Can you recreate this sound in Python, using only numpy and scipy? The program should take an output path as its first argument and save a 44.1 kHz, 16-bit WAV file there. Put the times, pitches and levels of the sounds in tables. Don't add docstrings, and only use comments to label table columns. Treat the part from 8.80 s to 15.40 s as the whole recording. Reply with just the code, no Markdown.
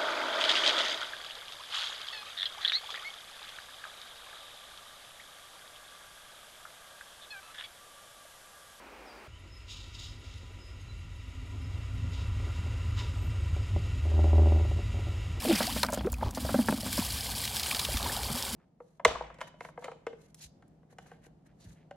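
import sys
import numpy as np
from scipy import signal
from scipy.fft import rfft, irfft
from scipy.io import wavfile
from scipy.ndimage import uniform_filter1d

SR = 44100
rng = np.random.default_rng(int(sys.argv[2]) if len(sys.argv) > 2 else 0)


def put_to_file(sound):
    columns = np.atleast_2d(sound).T
    safe = np.clip(columns, -1, 1)
    whole_steps = np.round(safe * 32767)
    wavfile.write(sys.argv[1], SR, whole_steps.astype(np.int16))


N = 291060
TIME, FREQ = np.arange(N) / SR, np.fft.rfftfreq(N, 1 / SR)

CUT_S = 0.478
BOOM_HZ, BOOM_TROUGH_S = 78.7, 5.635
# time_s, level_db against the close pass
GROUND_SHAKE = [(.48, -21.5), (1.2, -17.5), (2.0, -14.5), (2.74, -11.5), (2.8, -5.5), (3.5, -2.5),
                (4.2, -1.5), (5.0, 0), (6.05, 1.5), (6.6, -2)]
# time_s, rms level_db
BOOM_SWELL = [(5.19, -33), (5.24, -27.5), (5.41, -22.5), (5.5, -23.5), (5.6, -19), (5.78, -25), (5.83, -33),
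              (5.9, -35)]
# start_s, force_db, rebound_loss_db
HARD_JOLTS = [(3.6, -38, 15), (3.669, -38.5, 13), (3.865, -36, 10), (4.635, -40, 11), (4.765, -32, 12),
              (4.963, -22.5, 18), (5.255, -31, 4), (5.317, -28, 16), (5.341, -26.5, 5), (5.392, -22.5, 5),
              (5.443, -22, 2.5), (5.532, -20, 4), (5.582, -21.5, 1), (5.659, -22.5, 2), (5.722, -19, 10),
              (5.761, -22, 5), (5.798, -24.5, 5), (5.852, -27, 6), (5.915, -26, 14), (5.991, -28.5, 19),
              (6.144, -31.5, 2.5), (6.192, -32.5, 11), (6.269, -32.5, 3)]


def amp(db):
    return 10 ** (np.asarray(db) / 20)


def unit(x):
    return x / np.sqrt(np.mean(x ** 2) + 1e-20)


def level(rows, axis=1):
    rows = np.array(rows)
    return amp(np.interp(TIME, rows[:, 0], rows[:, axis]))


def colour(points):
    hz, db = np.transpose(points)
    return amp(np.interp(np.log(FREQ + 1), np.log(hz + 1), db))


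def resonances(modes):
    power = 0
    for hz, width, db in modes:
        power = power + (amp(db) / (1 + (2 * (FREQ - hz) / width) ** 2)) ** 2
    return np.sqrt(power)


def band(centre_hz, width_hz):
    return np.exp(-((FREQ - centre_hz) / width_hz) ** 2)


def noise(gain):
    return unit(irfft(rfft(rng.standard_normal(N)) * gain, N))


def flutter(rate_hz, depth_db):
    return amp(depth_db * noise(band(0, rate_hz)))


def steady(x, size):
    power = uniform_filter1d(uniform_filter1d(x ** 2, size), size)
    return x / np.sqrt(power + 1e-6)


def add(mix, s, sound):
    part = mix[max(round(s * SR), 0):][:len(sound)]
    part += sound[:len(part)]


def case():
    # pitch_hz, width_hz, gain_db
    shell_peaks = [(540, 5.7, 6.5), (820, 17, 7), (983, 64, 14.5), (1207, 55, 8), (1375, 100, 10.5),
                   (1941, 187, 14.5), (2292, 170, 10), (2716, 148, 9), (3030, 424, 8), (3816, 270, 7.5),
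                   (4750, 160, 5.5), (5225, 190, 6), (6800, 400, 8.5), (7640, 280, 5), (8760, 315, 3),
                   (10800, 440, -0.5)]
    return amp(sum(db * band(hz, width) for hz, width, db in shell_peaks))


def open_air(air_db=-51):
    # pitch_hz, relative_db per Hz
    air_spectrum = [(15, -52), (25, -16), (55, -1.5), (99, -22), (152, -17), (253, -6), (803, -6.5),
                    (1710, -11.5), (2010, -13), (2420, -12), (3530, -21.5), (4740, -23.5), (6730, -28.5),
                    (9040, -30), (15500, -38)]
    return amp(air_db) * noise(colour(air_spectrum))


def birds(echo_db=-4, echo_t60=0.65, waver=0.0071):
    # start_s, length_s, start_hz, middle_hz, end_hz, level_db
    whistles = [(.24, 0.064, 5880, 5300, 4900, -67), (0.256, 0.1, 5230, 4660, 5020, -63),
                (0.336, 0.074, 5030, 4680, 4570, -70), (0.5, 0.1, 2820, 3020, 3250, -64),
                (0.688, 0.121, 5200, 5160, 5080, -60.5), (1.218, 0.133, 5160, 5080, 5040, -65),
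                (1.762, 0.19, 5120, 5070, 5100, -64), (1.985, .06, 6700, 6530, 6300, -66),
                (2.07, 0.06, 3990, 3970, 4000, -61), (2.785, 0.088, 5220, 5180, 5130, -65)]
    out, wobble = np.zeros(N), noise(band(0, 120))
    for s, length, first, middle, last, db in whistles:
        u = np.linspace(0, 1, round(length * SR))
        glide = np.interp(u, [0, .5, 1], [first, middle, last])
        hz = glide * (1 + waver * wobble[round(s * SR):][:len(u)])
        tone = np.sqrt(2) * np.sin(2 * np.pi * np.cumsum(hz) / SR)
        add(out, s, amp(db) * signal.windows.tukey(len(u), .7) * tone)
    tail = rng.standard_normal(SR // 2) * amp(-60 * TIME[:SR // 2] / echo_t60)
    echo = signal.oaconvolve(out, tail / np.linalg.norm(tail))[:N]
    return out + amp(echo_db) * echo


def pips(pip_db=-74.5, pip_hz=11020, width_hz=380, half_length=0.018, stray_s=0.013):
    first_s, period_s = .6, .16
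    beats = np.arange(first_s, N / SR, period_s)
    beats = beats + stray_s * rng.standard_normal(len(beats))
    gate = sum(np.exp(-((TIME - s) / half_length) ** 2) for s in beats)
    return amp(pip_db) * gate * noise(band(pip_hz, width_hz))


def flanges(width_hz=90):
    # middle_s, half_length_s, pitch_hz, level_db
    squeals = [(4.55, 0.33, 8080, -69.5), (4.44, .06, 12500, -73), (4.45, .06, 14200, -73),
               (4.2, .06, 14200, -79), (4.72, .12, 14100, -82), (6.28, 0.11, 13550, -81)]
    out = np.zeros(N)
    for s, half, hz, db in squeals:
        swell = np.exp(-((TIME - s) / half) ** 2)
        out += amp(db) * swell * noise(band(hz, width_hz))
    return out


def steam():
    # peak_s, level_db, rise_s, decay_s, low_edge_hz
    puffs = [(.915, -46.5, .03, 0.13, 2630), (1.149, -49, 0.01, 0.032, 2800),
             (1.195, -46.5, 0.011, 0.051, 2830), (1.24, -48, 0.02, 0.077, 2950),
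             (1.47, -57, 0.052, .05, 2830), (1.525, -56.5, 0.027, 0.13, 2800),
             (3.345, -51, 0.027, 0.067, 2370), (3.41, -52.5, 0.018, 0.029, 2400),
             (3.76, -54, 0.015, 0.018, 890), (4.2, -42.5, 0.033, 0.051, 830)]
    # pitch_hz, relative_db per Hz
    jet_spectrum = [(800, 5.5), (2000, -1.5), (3000, 1), (3700, 7), (4300, 2.5), (4900, 3.5), (6500, -2.5),
                    (8000, -9.5), (10000, -16.5), (14500, -24)]
    out, jet = np.zeros(N), rfft(rng.standard_normal(N)) * colour(jet_spectrum) * case()
    for s, db, rise, decay, low_hz in puffs:
        before, after = np.minimum(TIME - s, 0), np.maximum(TIME - s, 0)
        shape = np.exp(-(before / rise) ** 2 - after / decay)
        high_pass = 1 / np.sqrt(1 + (low_hz / (FREQ + 1)) ** 14)
        puff = unit(irfft(jet * high_pass, N))
        out += amp(db) * shape * np.roll(puff, rng.integers(N))
    return out * flutter(120, 1.2)


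def wheels(roar_db=-50.5, singing_db=-55.0, hiss_db=-52, hiss_follow=0.72):
    # time_s, rolling_db, singing_db, both against the close pass
    approach = [(.48, -12.5, -9), (1.3, -10, -8), (2.4, -9, -9), (2.85, -6, -4.5), (3.7, -1.5, .5),
                (4.5, -1.5, -.5), (5.1, -1, -2.5), (5.6, 0.5, 2), (6.0, 0, -2), (6.6, -0.5, -0.5)]
    # pitch_hz, relative_db per Hz
    roar_spectrum = [(120, 2), (200, -1.5), (330, 1), (410, -2), (470, -5.5), (700, -8), (900, -16.5),
                     (1300, -47)]
    singing_spectrum = [(600, 4), (900, -2.5), (1100, 3.5), (1650, 3), (2100, -49)]
    hiss_spectrum = [(1300, -18), (1800, -1), (2500, 2.5), (3500, 1.5), (6000, -2.5), (8000, -7),
                     (10000, -9.5), (12500, -15), (14800, -19), (15600, -33)]
    shell, roll = case(), level(approach)
    roar = amp(roar_db) * roll * noise(colour(roar_spectrum) * shell) * flutter(28, 1.9)
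    rails = noise(colour(singing_spectrum) * shell) * flutter(27, 0.18)
    singing = amp(singing_db) * level(approach, axis=2) * rails
    hiss = amp(hiss_db) * roll ** hiss_follow * noise(colour(hiss_spectrum) * shell) * flutter(30, 0.64)
    return roar + singing + hiss


def rumble(sway_db=-39.5, sway_follow=0.61, main_db=-33.5, main_follow=1.15,
           box_db=-34.0, box_under_boom_db=-6, handover_db=-28):
    # pitch_hz, width_hz, relative_db
    sway_mode = [(51.4, 14.7, 0)]
    main_mode = [(76.9, 12.1, 0)]
    box_modes = [(94.1, 14.5, 1), (105.4, 11.4, -0.5), (133, 44, -23), (141, 21, -20), (163.3, 20, -20),
                 (222, 13.3, -23.5)]
    hum_mode = [(260.6, 19, 0)]
    # time_s, level_db
    hum_level = [(.48, -81), (1.25, -67), (2.35, -66.5), (2.55, -56), (4.2, -57), (6.6, -57.5)]
    shake = level(GROUND_SHAKE)
    sway = steady(noise(resonances(sway_mode)), size=3500) * flutter(4.7, 1.57)
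    sway *= amp(sway_db) * shake ** sway_follow
    booming = (TIME > BOOM_SWELL[0][0]) * (TIME < BOOM_SWELL[-1][0])
    swing = uniform_filter1d(level(BOOM_SWELL) * booming, size=500)
    takeover = np.clip(swing / amp(handover_db), 0, 1) ** 2
    main = steady(noise(resonances(main_mode)), size=3000) * flutter(2.3, 1.8)
    main *= (1 - takeover) * amp(main_db) * shake ** main_follow
    box = steady(noise(resonances(box_modes)), size=3000) * flutter(5.7, 2.13)
    box *= amp(box_db + takeover * box_under_boom_db) * shake
    boom = -np.sqrt(2) * swing * np.cos(2 * np.pi * BOOM_HZ * (TIME - BOOM_TROUGH_S))
    hum = level(hum_level) * steady(noise(resonances(hum_mode)), size=4000) * flutter(3, 2.7)
    return sway + main + box + boom + hum


def thuds(thud_db=-8, thud_t60=0.34, rise_s=0.0015):
    out, t = np.zeros(N), TIME[:SR // 2]
    decay = (1 - np.exp(-t / rise_s)) * amp(-60 * t / thud_t60)
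    swing = -decay * np.sin(2 * np.pi * BOOM_HZ * t)
    for s, db, _ in HARD_JOLTS:
        add(out, s, amp(db + thud_db) * swing)
    return out


def jolts(bumps_per_s=6, bump_db=-46.5, bump_loss_db=19, spread_db=3):
    at = np.flatnonzero(rng.random(N) < bumps_per_s / SR)
    db = bump_db + 20 * np.log10(level(GROUND_SHAKE)) + spread_db * rng.standard_normal(N)
    return HARD_JOLTS + [(TIME[k], db[k], bump_loss_db) for k in at]


def rattle(knock_db=-5.5, slack=0.027, lead_s=0.00195, uneven_db=3, late_s=0.00035):
    first = np.ceil((BOOM_SWELL[0][0] - BOOM_TROUGH_S) * BOOM_HZ)
    swings = np.arange(first, (BOOM_SWELL[-1][0] - BOOM_TROUGH_S) * BOOM_HZ)
    late, size = rng.standard_normal((len(swings), 2)).T
    at = BOOM_TROUGH_S - lead_s + swings / BOOM_HZ + late_s * late
    excess = np.maximum(np.interp(at, TIME, level(BOOM_SWELL)) - slack, 0)
    return at, excess * amp(knock_db + uneven_db * size)


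def chatter(knock_db=0, blunt_hz=1100, release_s=0.00506, release_db=-9, late_s=0.00039):
    # pitch_hz, relative_db, t60_s
    knock_modes = [(266, -20, 0.2), (264, -19, 0.11), (313.3, -14, 0.26), (343, -0.5, 0.11),
                   (394.5, -7, 0.085), (419, -12.5, 0.3), (576.5, -5.5, 0.086), (618, 0, 0.016),
                   (712, -5.5, 0.071), (790, -14.5, 0.039), (863, -18.5, 0.044), (940, -31, 0.019),
                   (960, -37, .035)]
    knocks, bounce = np.zeros(N), np.arange(5)
    runs = [rattle()]
    for s, db, loss_db in jolts():
        late = late_s * rng.standard_normal(len(bounce)) * (bounce > 0)
        runs.append((s + bounce / BOOM_HZ + late, amp(db - loss_db * bounce)))
    for at, force in np.hstack(runs).T:
        add(knocks, at, [force])
        add(knocks, at + release_s, [force * amp(release_db)])
    t = TIME[:SR // 8]
    ring = sum(amp(db - 60 * t / t60) * np.sin(2 * np.pi * hz * t) for hz, db, t60 in knock_modes)
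    sound = signal.oaconvolve(knocks, -ring / abs(ring).max())[:N]
    soft = 1 / np.sqrt(1 + (FREQ / blunt_hz) ** 20)
    return amp(knock_db) * irfft(rfft(sound) * soft, N)


def scene():
    cased = np.clip((TIME - CUT_S) / .006 + .5, 0, 1)
    train = pips() + flanges() + steam() + wheels() + rumble() + thuds() + chatter()
    mono = (1 - cased) * open_air() + cased * train + birds()
    return np.array([mono, mono])


def record(dry, edge_hz=15650):
    low_pass = signal.firwin(511, edge_hz, window=("kaiser", 9), fs=SR)
    return signal.oaconvolve(dry, low_pass[None], "same")


dry = scene()
out = record(dry)
put_to_file(out)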